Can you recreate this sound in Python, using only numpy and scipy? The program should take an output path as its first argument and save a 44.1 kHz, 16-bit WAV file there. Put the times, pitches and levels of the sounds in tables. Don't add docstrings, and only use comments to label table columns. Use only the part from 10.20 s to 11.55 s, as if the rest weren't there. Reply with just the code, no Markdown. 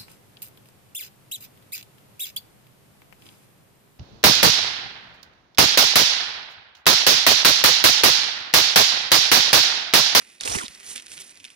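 import sys
import numpy as np
from scipy import signal
from scipy.fft import rfft, irfft, next_fast_len
from scipy.io import wavfile
from scipy.ndimage import uniform_filter1d, map_coordinates

SR = 44100
rng = np.random.default_rng(int(sys.argv[2]) if len(sys.argv) > 2 else 0)


def amplitude_ratio(level_db):
    exponent = np.asarray(level_db, float) / 20
    return 10 ** exponent


def digitize_waveform(pressure):
    field = np.atleast_2d(pressure).T
    bounded = np.clip(field, -1, 1)
    quanta = np.round(bounded * 32767).astype(np.int16)
    wavfile.write(sys.argv[1], SR, quanta)


N = 59535


def unit(x):
    return x / np.sqrt(np.mean(x ** 2) + 1e-20)


def along(points, hz, axis=1):
    rows = np.transpose(points)
    return np.interp(np.log(hz + 1), np.log(rows[0] + 1), rows[axis])


def filtered(x, response):
    m = next_fast_len(x.shape[-1] + 2048)
    return irfft(rfft(x, m) * response(np.fft.rfftfreq(m, 1 / SR)), m)[..., :x.shape[-1]]


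def wobble(rate):
    knots = rng.standard_normal(N // 20)
    return unit(map_coordinates(knots, [np.arange(N) * rate / SR]))


def hump(hz, centre_hz, octaves, base_db):
    return amplitude_ratio(base_db) + np.exp(-(np.log2((hz + 1) / centre_hz) / octaves) ** 2)


def crackle(size, rate, spread_db, life_s, smooth, cap_db):
    draw = rng.random((2, size))
    happens = draw[0] < rate / SR
    strength_db = np.minimum(-spread_db * np.log(1 - draw[1]), cap_db)
    ticks = happens * amplitude_ratio(strength_db)
    grains = signal.lfilter([1], [1, -np.exp(-1 / (life_s * SR))], ticks)
    return unit(rng.standard_normal((2, size)) * (smooth + unit(grains)))


def lows(spectrum):
    return unit(filtered(rng.standard_normal((2, N)), lambda f: amplitude_ratio(along(spectrum, f))))


def patchy(x):
    depth_db = 1.3
    z = signal.stft(x, nperseg=128)[2]
    field = uniform_filter1d(rng.standard_normal(z.shape[1:]), size=4, axis=0)
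    field = uniform_filter1d(field, size=7, axis=1)
    return signal.istft(z * amplitude_ratio(depth_db * unit(field)), nperseg=128)[1][:, :N]


def even(x):
    z = rfft(x)
    return irfft(z / uniform_filter1d(abs(z), size=60), x.shape[-1])


# (frequency [Hz], level [dB])
PORT_RESPONSE = [(300, -6.5), (1000, -4), (2400, 3.5), (4000, -0.5), (5800, 1), (7200, -1), (9900, 2),
                 (10900, -8.5)]


def port_gain(hz):
    return amplitude_ratio(along(PORT_RESPONSE, hz))


# (frequency [Hz], coherence [0-1], left lead [rad], left over right [dB])
NEAR_PLACE = [(90, .9, 0, -9), (220, .2, 2.5, -8), (600, .92, 3.1, -1), (1400, .8, 2.5, -1),
              (2400, .6, 1.7, -4), (4100, .7, 0, -3), (6900, .45, -2.4, -10), (11000, .15, -3, -13)]
# (frequency [Hz], coherence [0-1], left lead [rad], left over right [dB])
FAR_PLACE = [(330, 0.835, 0.5, -1), (924, 0.019, -1.2, -5), (2470, 0.15, 1.2, -3.5),
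             (3820, 0.97, -1.02, -1), (6780, 1, -1.86, -5.5), (8500, 0.23, -4, -7)]


def ports(pair, place):
    def left(hz):
        coherence = np.clip(along(place, hz), 0, 1)
        common = coherence * np.exp(1j * along(place, hz, axis=2))
        unrelated = np.sqrt(1 - coherence ** 2)
        return amplitude_ratio(along(place, hz, axis=3)) * np.array([common, unrelated])
    return np.array([filtered(pair, left).sum(0), pair[0]])


def strokes(rows, levels_db, edge, octaves, base_db, **grain):
    out, effort = np.zeros((2, N)), np.zeros(N)
    for (s, length, peak, hz), db in zip(rows, levels_db):
        start = round(s * SR)
        size = min(round(length * SR), SR // 10)
        peak = np.clip(peak, .02, .98)
        swell = np.interp(np.arange(size) / size, [0, peak, 1], [0, 1, 0]) ** edge
        shape = amplitude_ratio(db) * swell
        sound = crackle(SR // 10, **grain)
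        sound = filtered(sound, lambda f: hump(f, hz, octaves, base_db) * port_gain(f))
        out[:, start:][:, :size] += unit(sound[:, :size]) * shape
        effort[start:][:size] += shape
    return out, effort


# (time [s], level [dB])
STIRRING = [(0.0, -51), (0.15, -52.5), (0.202, -58.5), (0.278, -49), (0.39, -48.5), (0.732, -45),
            (0.81, -47.5), (0.868, -52), (0.9, -47.5), (1.066, -49.5), (1.194, -53), (1.35, -55)]
# (frequency [Hz], density [dB per Hz])
MURMUR = [(15, -42), (25, -41), (96, -11.5), (124, -0.5), (248, 13.5), (487, 5.5), (900, 5.5), (1170, -73),
          (1980, -120)]


def bed():
    s, db = np.transpose(STIRRING)
    level_db = np.interp(np.arange(N) / SR, s, db)
    excess_db = level_db - db.mean()
    hiss = crackle(N, rate=400, spread_db=3, life_s=.001, smooth=2.4, cap_db=5)
    hiss = unit(filtered(hiss, lambda f: hump(f, 1955, 0.093, 2.1) * port_gain(f)))
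    sheen = filtered(hiss, lambda f: f > 10740)
    hiss = hiss + sheen * (amplitude_ratio(0.5 + 0.35 * excess_db) - 1)
    murmur = amplitude_ratio(-65 + 0.62 * excess_db + 1.5 * wobble(25)) * lows(MURMUR)
    return amplitude_ratio(level_db + 3.5 + 1.1 * wobble(45)) * hiss + murmur


def insects():
    noise = rng.standard_normal((2, N))
    band = filtered(noise, lambda f: hump(f, centre_hz=2500, octaves=0.084, base_db=-60))
    return amplitude_ratio(-59.5) * unit(band)


# (start [s], length [s], peak position [share], centre [Hz])
LITTER_STROKES = [(.015, 0.012, 0.47, 1300), (.505, 0.045, 0.4, 4500), (.635, 0.062, .6, 8500),
                  (.680, 0.071, 0.36, 8800), (.7535, 0.026, 0.28, 9300), (.765, .048, 0.43, 3580),
                  (.820, .02, .15, 8500), (.880, 0.096, .1, 9300), (.890, 0.0628, 0.69, 9400),
                  (.966, 0.0378, 0.15, 3300), (1.0, 0.037, 0.415, 3900), (1.026, 0.031, 0.62, 9240),
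                  (1.055, 0.045, 0.34, 9300), (1.100, 0.0211, 0.28, 9200), (1.194, 0.022, .45, 3538),
                  (1.251, .012, 0.086, 3440), (1.272, 0.021, 0.29, 2500), (.94, 0.062, 0.29, 9900),
                  (.995, 0.031, 0.49, 9600), (.754, 0.023, 0.22, 2150), (.596, 0.019, 0.37, 8300),
                  (.900, 0.049, 0.78, 4200), (.544, 0.0093, 0.56, 5050)]
LITTER_LEVELS = [-43.5, -52.5, -41, -35, -35, -42.5, -66, -55, -42.5, -48, -46, -47.5, -47.5, -46.5, -50.5,
                 -42.5, -50.5, -48, -37, -43, -55, -44.5, -47]


def scrapes():
    return strokes(LITTER_STROKES, LITTER_LEVELS, edge=.6, octaves=1.0, base_db=-10.5,
                   rate=3000, spread_db=4, life_s=.0004, smooth=1.6, cap_db=11)


# (frequency [Hz], level [dB])
LITTER_CRISPNESS = [(10500, 0.5), (11500, 1.5)]


def crisp(scrape):
    return filtered(scrape, lambda f: amplitude_ratio(along(LITTER_CRISPNESS, f)))


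# (frequency [Hz], density [dB per Hz])
GROUND_THUD = [(40, -28), (110, -29), (250, 2), (450, 1.5), (800, -11), (1200, -54.5)]


def thuds(effort):
    return amplitude_ratio(-23.0) * uniform_filter1d(effort, size=600) * lows(GROUND_THUD)


# (time [s], peak level [dB], pitch [Hz])
SNAP_EVENTS = [(0.0205, -57, 1680), (0.0487, -39, 2430), (0.2085, -15.5, 5600), (0.235, -20.5, 4100),
               (0.2749, -11, 2600), (0.3851, -17.5, 1978), (0.4341, -23.5, 11200), (0.4806, -22, 4800),
               (0.5486, -31.5, 5400), (0.5998, -30, 8360), (0.6340, -41, 9100), (0.715, -32, 2000),
               (0.758, -24, 9726), (0.7599, -23, 3070), (0.778, -22.5, 3270), (0.798, -31, 3400),
               (0.8215, -31, 8000), (0.8614, -31.5, 8200), (0.8663, -31, 4600), (0.881, -35.5, 3270),
               (0.917, -27.5, 7600), (0.9723, -30.5, 2600), (0.9772, -30, 3200), (0.9886, -32, 3200),
               (1.0932, -34.5, 6000), (1.1556, -39.5, 5000), (1.2001, -36, 3060), (1.2421, -27.5, 3130),
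               (1.2493, -25.5, 3220), (1.2642, -37, 2230), (1.3019, -33, 2690)]
# (frequency [Hz], level [dB])
SNAP_TREBLE = [(10500, 0), (12500, -7)]


def snaps():
    rise_s, crack_t60_s, tail_t60_s, lag_s = .0003, .007, .03, .0007
    out, t = np.zeros((2, N + SR)), np.arange(SR // 20) / SR
    for s, db, hz in SNAP_EVENTS:
        def colour(f):
            treble = amplitude_ratio(along(SNAP_TREBLE, f))
            return hump(f, hz, octaves=.3, base_db=-2) * port_gain(f) * treble * (f > 1400)
        noise = rng.standard_normal((4, len(t)))
        burst = noise[:2] * amplitude_ratio(-60 * t / crack_t60_s) * np.minimum(t / rise_s, 1)
        crack = filtered(even(burst), colour)
        crack = crack / abs(crack).max(1, keepdims=True)
        scatter = amplitude_ratio(-22 - 60 * t / tail_t60_s) * unit(filtered(noise[2:], colour))
        place = NEAR_PLACE if .2 < s < .5 else FAR_PLACE
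        start = round((s + lag_s) * SR)
        out[:, start:][:, :len(t)] += amplitude_ratio(db + 6) * ports(crack + scatter, place)
    return out[:, :N]


# (start [s], length [s], pitch [Hz], level [dB])
STEM_CREAKS = [(0.039, 0.053, 70, -72), (0.659, 0.058, 59.4, -68), (0.554, 0.12, 391, -64.5),
               (.685, 0.071, 181.4, -63), (0.727, .1, 242.7, -56.5), (.74, 0.049, 505, -55.5),
               (.85, 0.15, 93, -66), (.955, .07, 165, -61.5), (0.957, 0.043, 340, -58.5),
               (0.983, 0.064, 388, -57.5), (1.021, 0.083, 253, -62.5), (1.166, .12, 94.5, -63.5),
               (1.172, 0.065, 292, -62), (1.235, 0.049, 246.4, -60)]


def creaks():
    out, t = np.zeros((2, N)), np.arange(SR // 6) / SR
    for s, length, hz, db in STEM_CREAKS:
        start = round(s * SR)
        drift = .02 * np.cumsum(rng.standard_normal((2, len(t))), 1)
        swell = np.sin(np.pi * np.clip(t / length, 0, 1))
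        creak = amplitude_ratio(db) * swell * np.sin(2 * np.pi * hz * t + drift)
        out[:, start:][:, :len(t)] += creak[:, :N - start]
    return out


# (start [s], length [s], peak position [share], centre [Hz])
EDGE_SQUEAKS = [(.374, 0.03064, 0.41, 1889), (.410, 0.014, 0.32, 2220), (.415, 0.022, 0.25, 3230),
                (.318, 0.045, 0.15, 5780), (0.37, 0.023, 0.69, 6300), (.450, 0.021, 0.68, 3640),
                (.275, 0.006, 0.067, 2660), (.296, 0.0066, 0.27, 5130), (0.4, 0.02457, .5, 10000),
                (0.4, 0.022, 0.67, 1290), (.210, 0.00995, 0.21, 2700), (0.2, 0.0099, 0.26, 4100)]
EDGE_LEVELS = [-31, -42.5, -38, -27, -35.5, -35, -28, -32, -52.5, -32.5, -36.5, -39]


def squeaks():
    squeak, _ = strokes(EDGE_SQUEAKS, EDGE_LEVELS, edge=.7, octaves=.2, base_db=-28,
                        rate=900, spread_db=3, life_s=.0015, smooth=.8, cap_db=9)
    return squeak


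# (start [s], length [s], peak position [share], centre [Hz])
LEAF_DRAGS = [
    (.2085, 0.02, 0.046, 5500),
    (.226, 0.025, 0.44, 4000),
    (.2495, .027, 0.288, 7240),
    (.275, .019, .1, 8200),
    (.292, 0.025, 0.38, 6700),
    (.311, 0.036, 0.16, 7400),
    (.335, 0.038, 0.54, 7450),
    (.366, 0.045, 0.48, 8400),
    (.406, 0.041, 0.2, 8700),
    (.438, 0.033, 0.507, 4230),
]
LEAF_LEVELS = [-32.5, -33.5, -25.5, -23.5, -25, -26.5, -23.5, -29, -33.5, -36]


def drags():
    return strokes(LEAF_DRAGS, LEAF_LEVELS, edge=.5, octaves=0.86, base_db=0.5,
                   rate=3500, spread_db=3.5, life_s=.0004, smooth=1.8, cap_db=10)


# (frequency [Hz], density [dB per Hz])
LEAF_RUB = [(25, -3), (50, -14), (100, -7.5), (300, 2.5), (800, 3.5), (1400, 0.5), (2200, -30)]


def rubs(effort):
    return amplitude_ratio(-5.5) * uniform_filter1d(effort, size=300) * lows(LEAF_RUB)


# (time [s], level [dB], pitch [Hz], t60 [s])
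HOUSING_BUMPS = [(0.257, -28, 494, 0.11), (0.286, -38, 400, 0.063), (0.31, -32, 65, 0.23),
                 (0.29, -30.5, 105, 0.2), (.316, -19.5, 682, 0.037), (0.348, -16.5, 890, 0.035),
                 (0.355, -12.5, 224, 0.025), (0.364, -17.5, 90, 0.029), (.428, -28.5, 1000, 0.056),
                 (0.42, -35.5, 320, 0.13), (0.44, -22.5, 236, 0.0287), (0.37, -21, 390, 0.057),
                 (0.48, -45, 62, 0.093), (0.5, -40.5, 170, 0.049)]


def bumps():
    out, t = np.zeros((2, N)), np.arange(SR // 8) / SR
    onset = 1 - np.exp(-t / 0.00083)
    for s, db, hz, t60 in HOUSING_BUMPS:
        drift = .015 * np.cumsum(rng.standard_normal((2, len(t))), 1) + [[0], [1.5]]
        knock = amplitude_ratio(db - 60 * t / t60) * np.sin(2 * np.pi * hz * t + drift) * onset
        out[:, round(s * SR):][:, :len(t)] += knock
    return out


def scene():
    drag, leaf_effort = drags()
    squeak = squeaks()
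    scrape, hand_effort = scrapes()
    rub = rubs(leaf_effort)
    thud = thuds(hand_effort)
    near = amplitude_ratio(4.0) * patchy(drag) + amplitude_ratio(4.0) * squeak + bumps() + rub
    far = amplitude_ratio(5.0) * crisp(patchy(scrape)) + thud + bed() + insects() + creaks()
    return ports(near, NEAR_PLACE) + ports(far, FAR_PLACE) + snaps()


def band_limit(x):
    return signal.sosfilt(signal.butter(12, 15700, fs=SR, output="sos"), x)


# (frequency [Hz], level [dB])
TREBLE_ROLL_OFF = [(11000, -2.5), (13000, -13.5), (14600, -9.5), (15400, -52)]


def record(dry):
    mix = filtered(dry, lambda f: amplitude_ratio(along(TREBLE_ROLL_OFF, f)))
    return band_limit(mix)


dry = scene()
out = record(dry)
digitize_waveform(out)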